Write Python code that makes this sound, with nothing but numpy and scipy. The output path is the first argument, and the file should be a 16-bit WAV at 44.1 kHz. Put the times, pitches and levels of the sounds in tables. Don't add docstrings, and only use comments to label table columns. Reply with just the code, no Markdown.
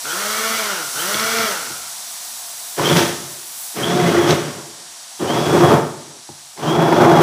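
import sys
import numpy as np
from scipy import signal
from scipy.fft import rfft, irfft, next_fast_len
from scipy.io import wavfile
from scipy.ndimage import uniform_filter1d, minimum_filter1d

SR = 44100
rng = np.random.default_rng(int(sys.argv[2]) if len(sys.argv) > 2 else 0)


def store_pcm(level_fs):
    pcm = np.round(np.clip(level_fs, -1, 1) * 32767).astype(np.int16)
    wavfile.write(sys.argv[1], SR, np.atleast_2d(pcm).T)


N = 318402


# time_s, level_db, treble_change_db (for the part above about 10.5 kHz)
HISS_PATH = [(0.0, -28.5, -2), (0.14, -26, -1), (0.5, -25, 0.5), (0.8, -28, -4), (1.01, -25, 3.5),
             (1.37, -25.5, -3), (1.85, -30, -1), (2.83, -31.5, 3.5), (2.97, -26, 2), (3.2, -30.5, -4),
             (3.46, -34, 4), (3.65, -32, 7.5), (3.95, -32, -5), (4.22, -33, -1), (4.83, -35.5, -14),
             (5.27, -34, -7), (5.59, -32.5, -6), (5.87, -37.5, -10), (6.15, -38, -22), (6.4, -37.5, -12),
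             (6.7, -39, -4), (7.22, -49, -8)]
# pitch_hz, level_db (per Hz)
HISS_COLOUR = [(24, -79), (40, -32), (215, -11.5), (269, -15), (529, -22), (570, -14.5), (810, -5),
               (896, 1), (1040, -1), (2630, -5), (3740, 1.5), (6170, 3.5), (10400, 2), (14800, -8),
               (16000, 8)]
# pitch_hz, width_hz, level_db
HISS_BANDS = [(705, 107, -19.5), (5730, 130, -19.5), (7980, 210, -19.5)]
# start_s, clink_db, knock_db, knock_pitch_hz, thud_db
KNOCKS = [(1.144, -7.5, -15, 3440, -24.5), (1.197, -9, -18, 5440, -41), (1.239, -10, -16, 5340, -28.5),
          (1.386, -5.5, -29, 2337, -27), (1.702, -34, -28, 955, -30), (2.796, -24, -10.5, 1000, -22),
          (2.89, -9, -26, 3270, -16), (3.999, -30, -18, 2030, -14), (4.063, -30, -16, 2030, -27),
          (4.167, -27, -12.5, 1913, -22), (4.294, -15, -28, 1660, -8.5), (4.308, -9, -14.5, 3930, -15),
          (5.708, -22, -4.5, 1200, -7), (6.29, -55, -27, 813, -29), (6.576, -28, -27, 905, -40),
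          (6.924, -24, -8, 940, -27)]
# pitch_hz, level_db, time_to_fall_60_db_s
GLASS_RINGS = [(2060, 3, 0.0062), (3220, -24, 0.014), (4370, -1.5, 0.014), (5420, -7, .02),
               (6000, -8.5, 0.027), (7200, -14, 0.011)]
# pitch_hz, width_hz, level_db
TABLE_RINGS = [(98.2, 5.2, -18.5), (142.3, 14, -12), (172.6, 14, -41), (233.3, 8.5, -13.5),
               (315.6, 10, -12), (347.5, 10, -8), (417.5, 11.5, -14.5), (594, 23, -16), (670, 7.4, -22),
               (888, 12, -17), (940, 40, -30), (1283, 29, -27)]
# start_s, length_s, first_pitch_hz, final_pitch_hz (both before the sag),
# climb_s, peak_db, held_db (both before the fades), fuzz_0_to_1
WHINES = [(0.077, 0.084, 2850, 3600, .05, -29, -32, 0.6), (.965, 0.083, 2550, 3870, 0.058, -29.5, -28, 0.3),
          (2.829, 0.23, 3000, 3370, .04, -21, -31, 0.9), (3.805, 0.53, 2750, 3360, 0.024, -25, -37, 0.75),
          (5.256, 0.513, 2817, 3370, .05, -30.5, -36, 0), (6.647, .62, 2995, 3370, 0.051, -30, -37, 0.4)]
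# time_s, turns_hz, tone_db, octave_db
LADEN_SHAFT = [
    [(2.84, 155.3, -35, -38), (2.92, 166.1, -20.5, -36), (2.975, 177.6, -13.5, -21), (3.05, 168, -35, -16)],
    [(3.82, 155.9, -38, -29), (3.91, 178.3, -16.5, -23.5), (4.0, 179.7, -20, -14.5),
     (4.06, 171.6, -8.5, -26), (4.12, 168.8, -28, -19), (4.25, 172.3, -46, -13), (4.33, 157.9, -9, -34),
     (4.36, 153, -22, -34)],
    [(6.62, 139, -26, -39), (6.68, 153.6, -17, -21), (6.73, 163, -39, -19), (6.79, 165.4, -15, -26),
     (6.9, 165.8, -29, -16), (6.98, 164.4, -36, -28), (7.08, 166.7, -27, -11.5), (7.22, 165, -9, -26)],
]
# time_s, churn_db, spray_db
PLUNGES = [
    [(2.765, -50, -44), (2.78, -25.5, -34), (2.82, -20.5, -29), (2.882, -18.5, -23.5), (2.93, -15.5, -24),
     (2.948, -22, -30), (2.97, -14.5, -16.5), (3.158, -35, -39.5), (3.3, -45.5, -51), (3.55, -61, -48)],
    [(3.74, -47, -47), (3.77, -24.5, -33.5), (4.05, -17.5, -28), (4.164, -18.5, -29), (4.252, -17.5, -31),
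     (4.31, -14.5, -21), (4.335, -18.5, -26.5), (4.41, -26.5, -34.5), (4.46, -28, -34.5), (4.686, -45, -59),
     (4.95, -61, -48)],
    [(5.19, -47, -47), (5.208, -24, -37), (5.294, -19, -32.5), (5.428, -18.5, -30), (5.578, -11.5, -31),
     (5.594, -17, -29), (5.634, -7.5, -33), (5.695, -13, -28.5), (5.725, -6, -28), (5.775, -15.5, -39),
     (5.892, -35.5, -50), (6.2, -51, -56)],
    [(6.56, -55, -51), (6.582, -36.5, -43), (6.628, -25, -34), (6.672, -19.5, -32.5), (6.78, -18, -35),
     (6.822, -12, -32), (6.846, -18, -33), (6.89, -11, -33), (6.906, -23, -32), (6.928, -11, -35),
     (6.945, -20.5, -32), (6.99, -15, -31), (7.012, -10.5, -29), (7.22, -12.5, -30.5)],
]
# splash_offset_db (against churn, before a further 0.5 dB drop),
# splash_loss_db_per_octave (a negative loss brightens)
DEPTHS = [(-4, -3.5), (-5, -3.5), (-5.5, 2.5), (-2, 3.5)]
# pitch_hz, level_db (per Hz)
CHURN_COLOUR = [(18, -96), (30, -32), (85, -12), (167, 9.5), (204, 1.5), (338, 5.5), (425, 9.5),
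                (485, -1.5), (580, 8), (630, -29), (695, -12), (1500, -58), (1950, -76), (3300, -120)]
SPLASH_COLOUR = [(410, -45), (700, -0.5), (775, -4.5), (1220, -7.5), (1400, -9.5), (1650, -14), (2470, -21),
                 (3200, -44), (4160, -58), (7040, -120)]
SPRAY_COLOUR = [(1470, -8), (2500, -12.5), (3280, -8), (4270, -15), (5870, -11.5), (7360, -22.5),
                (12900, -29.5), (16000, -29)]
# time_s, shaft_turns_hz, whirr_db
SPINS = [
    [(0.0, 110, -82), (0.05, 136.1, -32.5), (0.12, 163.8, -28.5), (0.2, 200.8, -28.5), (0.34, 216.6, -27.5),
     (0.54, 225.9, -26), (0.6, 220.8, -27), (0.712, 199, -27.5), (0.826, 154.3, -30.5), (0.93, 121.5, -43)],
    [(0.93, 121.2, -38), (0.965, 139.9, -29), (1.014, 164.5, -28.5), (1.1, 201.7, -26.5),
     (1.19, 219.4, -26.5), (1.396, 228.1, -24.5), (1.46, 219.6, -24.5), (1.544, 180.7, -29),
     (1.684, 113.5, -35), (1.85, 80.3, -44), (2.05, 55.9, -68)],
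]
# multiple_of_shaft_pitch, level_db, level_db of the line one mains throb higher in pitch
SHAFT_TONES = [(1, 0, -17.5), (2, 1.5, -52), (3, 3, -13), (4, -5.5, -22), (5, -1.5, -3.5), (6, -2.5, -26),
               (7, -10, -15), (8, -2, -8), (9, -1.5, -9), (10, -1.5, -0.5), (15, -3.5, -10)]
# pitch_hz, level_db (per Hz)
WHIRR_COLOUR = [(35, -64), (60, 4), (162, -10), (219, -26), (278, -6), (422, 8.5), (668, 5), (815, 5),
                (1400, 8), (2490, 6.5), (7000, -20), (9100, -46), (15400, -120)]
BRUSH_COLOUR = [(1470, -14), (2500, -49), (2740, 11.5), (3800, 10), (6010, 10), (7300, -2), (14900, 3.5),
                (16000, -21)]
# pitch_hz, width_hz, level_db
HOUSING_RINGS = [(1373, 144, -0.5), (1486, 120, -8.5), (2173, 16, -16.5), (5970, 470, -8)]

MAINS_THROB_HZ = 100
TOP_EDGE_HZ = 15490
WHINE_RISE_S, SETTLE_S, WHINE_FALL_S = 0.037, 0.047, 0.054
SAG_HZ, SAG_S = 151, 0.0798
FOURTH_DB = -5
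SPLASH_SWING = 0.97
FULL_HZ = 222
TONE_DB, TONE_DB_PER_OCTAVE = -11.5, 11
BRUSH_DB, BRUSH_DB_PER_OCTAVE = -2, 5


def gain_of(db):
    return 10 ** (np.asarray(db) / 20)


def evened(x):
    return x / np.sqrt(np.mean(x ** 2) + 1e-20)


def add(mix, s, sound):
    part = mix[round(s * SR):][:len(sound)]
    part += sound[:len(part)]


def spread(rows):
    s, *columns = np.transpose(rows)
    t = np.arange(s[0], s[-1], 1 / SR)
    return s[0], [np.interp(t, s, c) for c in columns]


def coloured(x, points):
    f, db = np.transpose(points)
    size = next_fast_len(len(x))
    hz = np.fft.rfftfreq(size, 1 / SR)
    curve_db = np.interp(np.log(hz + 1), np.log(f + 1), db, left=-90, right=-90)
    return evened(irfft(rfft(x, size) * gain_of(curve_db), size)[:len(x)])


def resonate(x, hz, width):
    turn = np.exp(2j * np.pi * np.cumsum(hz * np.ones(len(x))) / SR)
    r = np.exp(-np.pi * width / SR)
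    return 2 * (turn * signal.lfilter([1 - r], [1, -r], x / turn)).real


def ringing(x, rings):
    return sum(gain_of(db) * evened(resonate(x, f, w)) for f, w, db in rings)


def wander(count, ms):
    size = max(int(ms * SR / 1000), 2)
    return evened(uniform_filter1d(uniform_filter1d(rng.standard_normal(count), size), size))


def throb(count, depth):
    return 1 + depth * np.cos(2 * np.pi * MAINS_THROB_HZ * np.arange(count) / SR)


def kitchen(x, t60=0.57):
    t = np.arange(SR) / SR
    signs = rng.choice([-1., 1.], SR)
    present = (rng.random(SR) < 2000 / SR) * (t > .006)
    taps = signs * present * gain_of(-60 * t / t60)
    return signal.fftconvolve(x, taps / np.linalg.norm(taps))[:N]


def hiss():
    s, (db, treble_db) = spread(HISS_PATH)
    noise = rng.standard_normal(len(db))
    x = evened(coloured(noise, HISS_COLOUR) + ringing(noise, HISS_BANDS))
    treble = signal.sosfiltfilt(signal.butter(2, 10500, "high", fs=SR, output="sos"), x)
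    flicker_db = 0.76 * wander(len(x), 40)
    return s, gain_of(db) * (x + (gain_of(treble_db + flicker_db) - 1) * treble)


def knock(s, clink_db, knock_db, hz, thud_db):
    t = np.arange(6000) / SR
    clink = sum(gain_of(db - 60 * t / t60) * np.sin(2 * np.pi * (f * t + rng.random()))
                for f, db, t60 in GLASS_RINGS)
    spot = gain_of(-60 * t / .03) * np.sin(2 * np.pi * hz * t)
    thud = sum(gain_of(db - 60 * t / (12 / f + .03)) * np.sin(2 * np.pi * f * t) for f, w, db in TABLE_RINGS)
    thud *= 1 - np.exp(-t / 0.0036)
    clink, thud = clink / abs(clink).max(), thud / abs(thud).max()
    return s, gain_of(clink_db) * clink + gain_of(knock_db) * spot + gain_of(thud_db) * thud


def whine(row):
    s, length, first_hz, final_hz, climb_s, peak_db, held_db, fuzz = row
    t = np.arange(0, length, 1 / SR)
    n, fuzz = len(t), np.clip(fuzz, 0, 1)
    climb = (first_hz - final_hz) * np.exp(-t / climb_s)
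    hz = final_hz + climb - SAG_HZ * np.exp((t - length) / SAG_S)
    settling = np.exp(-np.maximum(t - WHINE_RISE_S, 0) / SETTLE_S)
    db = held_db + (peak_db - held_db) * settling + 1.1 * wander(n, 25)
    edges = np.minimum(t / WHINE_RISE_S, 1) ** 2 * np.minimum((length - t) / WHINE_FALL_S, 1)
    tone = np.sqrt(2) * np.cos(2 * np.pi * np.cumsum(hz * (1 + 0.0063 * wander(n, 2.5))) / SR)
    noise = evened(resonate(resonate(rng.standard_normal(n), hz, 330), hz, 330))
    blend = np.sqrt(1 - fuzz ** 2) * tone + fuzz * noise
    return s, edges * gain_of(db) * blend * throb(n, .7)


def laden(rows):
    s, (hz, tone_db, octave_db) = spread(rows)
    n = len(hz)
    levels_db = (tone_db, octave_db, (tone_db + octave_db) / 2 + FOURTH_DB)
    turns = np.cumsum(hz * (1 + .008 * wander(n, 15))) / SR
    hum = sum(gain_of(db + 2 * wander(n, 15)) * np.cos(2 * np.pi * k * turns)
              for k, db in zip((1, 2, 4), levels_db))
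    return s, hum * signal.windows.tukey(n, .15)


def plunge(rows, offset_db, loss_db):
    s, (churn_db, spray_db) = spread(rows)
    splash_db = offset_db - 20.5 + SPLASH_SWING * (churn_db + 20)
    n = len(churn_db)
    lumps_db = 1.5 * wander(n, 14) + 1.2 * wander(n, 3)
    slaps = rng.standard_normal(n) * gain_of(lumps_db) * throb(n, 0.061)
    churn = evened(coloured(slaps, CHURN_COLOUR) + ringing(slaps, TABLE_RINGS))
    tilted = [(f, db - loss_db * np.log2(f / 1000)) for f, db in SPLASH_COLOUR]
    splash = coloured(rng.standard_normal(n) * gain_of(0.57 * lumps_db), tilted)
    spray = coloured(rng.standard_normal(n) * gain_of(0.79 * lumps_db), SPRAY_COLOUR)
    return s, gain_of(churn_db) * churn + gain_of(splash_db) * splash + gain_of(spray_db) * spray


def shaft_tone(hz, turns):
    n = len(hz)
    mains = MAINS_THROB_HZ * np.arange(n) / SR
    lines = [(k * turns, db) for k, db, _ in SHAFT_TONES]
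    lines += [(k * turns + mains, db) for k, _, db in SHAFT_TONES]
    lines += [(k * turns - mains, db - 7.0) for k, _, db in SHAFT_TONES]
    tone = sum(gain_of(db + 3.04 * wander(n, 17.4)) * np.cos(2 * np.pi * (cycles + rng.random()))
               for cycles, db in lines)
    return tone + sum(resonate(tone, f, w) for f, w, _ in HOUSING_RINGS[:2])


def spin(rows):
    s, (hz, whirr_db) = spread(rows)
    n, octaves = len(hz), np.log2(hz / FULL_HZ)
    tone_db = whirr_db + TONE_DB + TONE_DB_PER_OCTAVE * octaves
    brush_db = BRUSH_DB + BRUSH_DB_PER_OCTAVE * octaves
    turns = np.cumsum(hz * (1 + 0.0027 * wander(n, 15))) / SR
    tone = shaft_tone(hz, turns)
    rattle = rng.standard_normal(n) * gain_of(0.56 * wander(n, 11)) * throb(n, 0.054)
    rattle *= 1 + 0.13 * np.cos(2 * np.pi * turns)
    whirr = coloured(rattle, WHIRR_COLOUR)
    for f, w, db in HOUSING_RINGS:
        whirr += gain_of(db) * evened(resonate(resonate(rattle, f, 3 * w), f, w))
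    brush = coloured(rng.standard_normal(n) * throb(n, 0.075), BRUSH_COLOUR)
    motor_noise = evened(whirr) + gain_of(brush_db) * brush
    return s, np.sqrt(2) * gain_of(tone_db) * tone + gain_of(whirr_db) * motor_noise


def scene():
    blender, fizz = np.zeros(N), np.zeros(N)
    add(fizz, *hiss())
    for row in KNOCKS:
        add(blender, *knock(*row))
    for source, tables in ((whine, WHINES), (laden, LADEN_SHAFT), (spin, SPINS)):
        for rows in tables:
            add(blender, *source(rows))
    for rows, depth in zip(PLUNGES, DEPTHS):
        add(blender, *plunge(rows, *depth))
    mono = blender + gain_of(-8) * kitchen(blender) + fizz
    return np.array([mono, mono])


def record(dry):
    thin = signal.sosfilt(signal.butter(8, 92, "high", fs=SR, output="sos"), dry)
    rumble = coloured(rng.standard_normal(N), [(15, -8), (60, -2), (100, 0), (150, -12)])
    thin = thin + gain_of(-80) * rumble
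    safe_gain = np.minimum(1, .95 / (abs(thin) + 1e-9))
    held = uniform_filter1d(minimum_filter1d(safe_gain, size=301), size=301)
    treble_limit = signal.firwin(1023, TOP_EDGE_HZ, window=("kaiser", 10), fs=SR)
    return signal.oaconvolve(thin * held, treble_limit[None], "same")


dry = scene()
out = record(dry)
store_pcm(out)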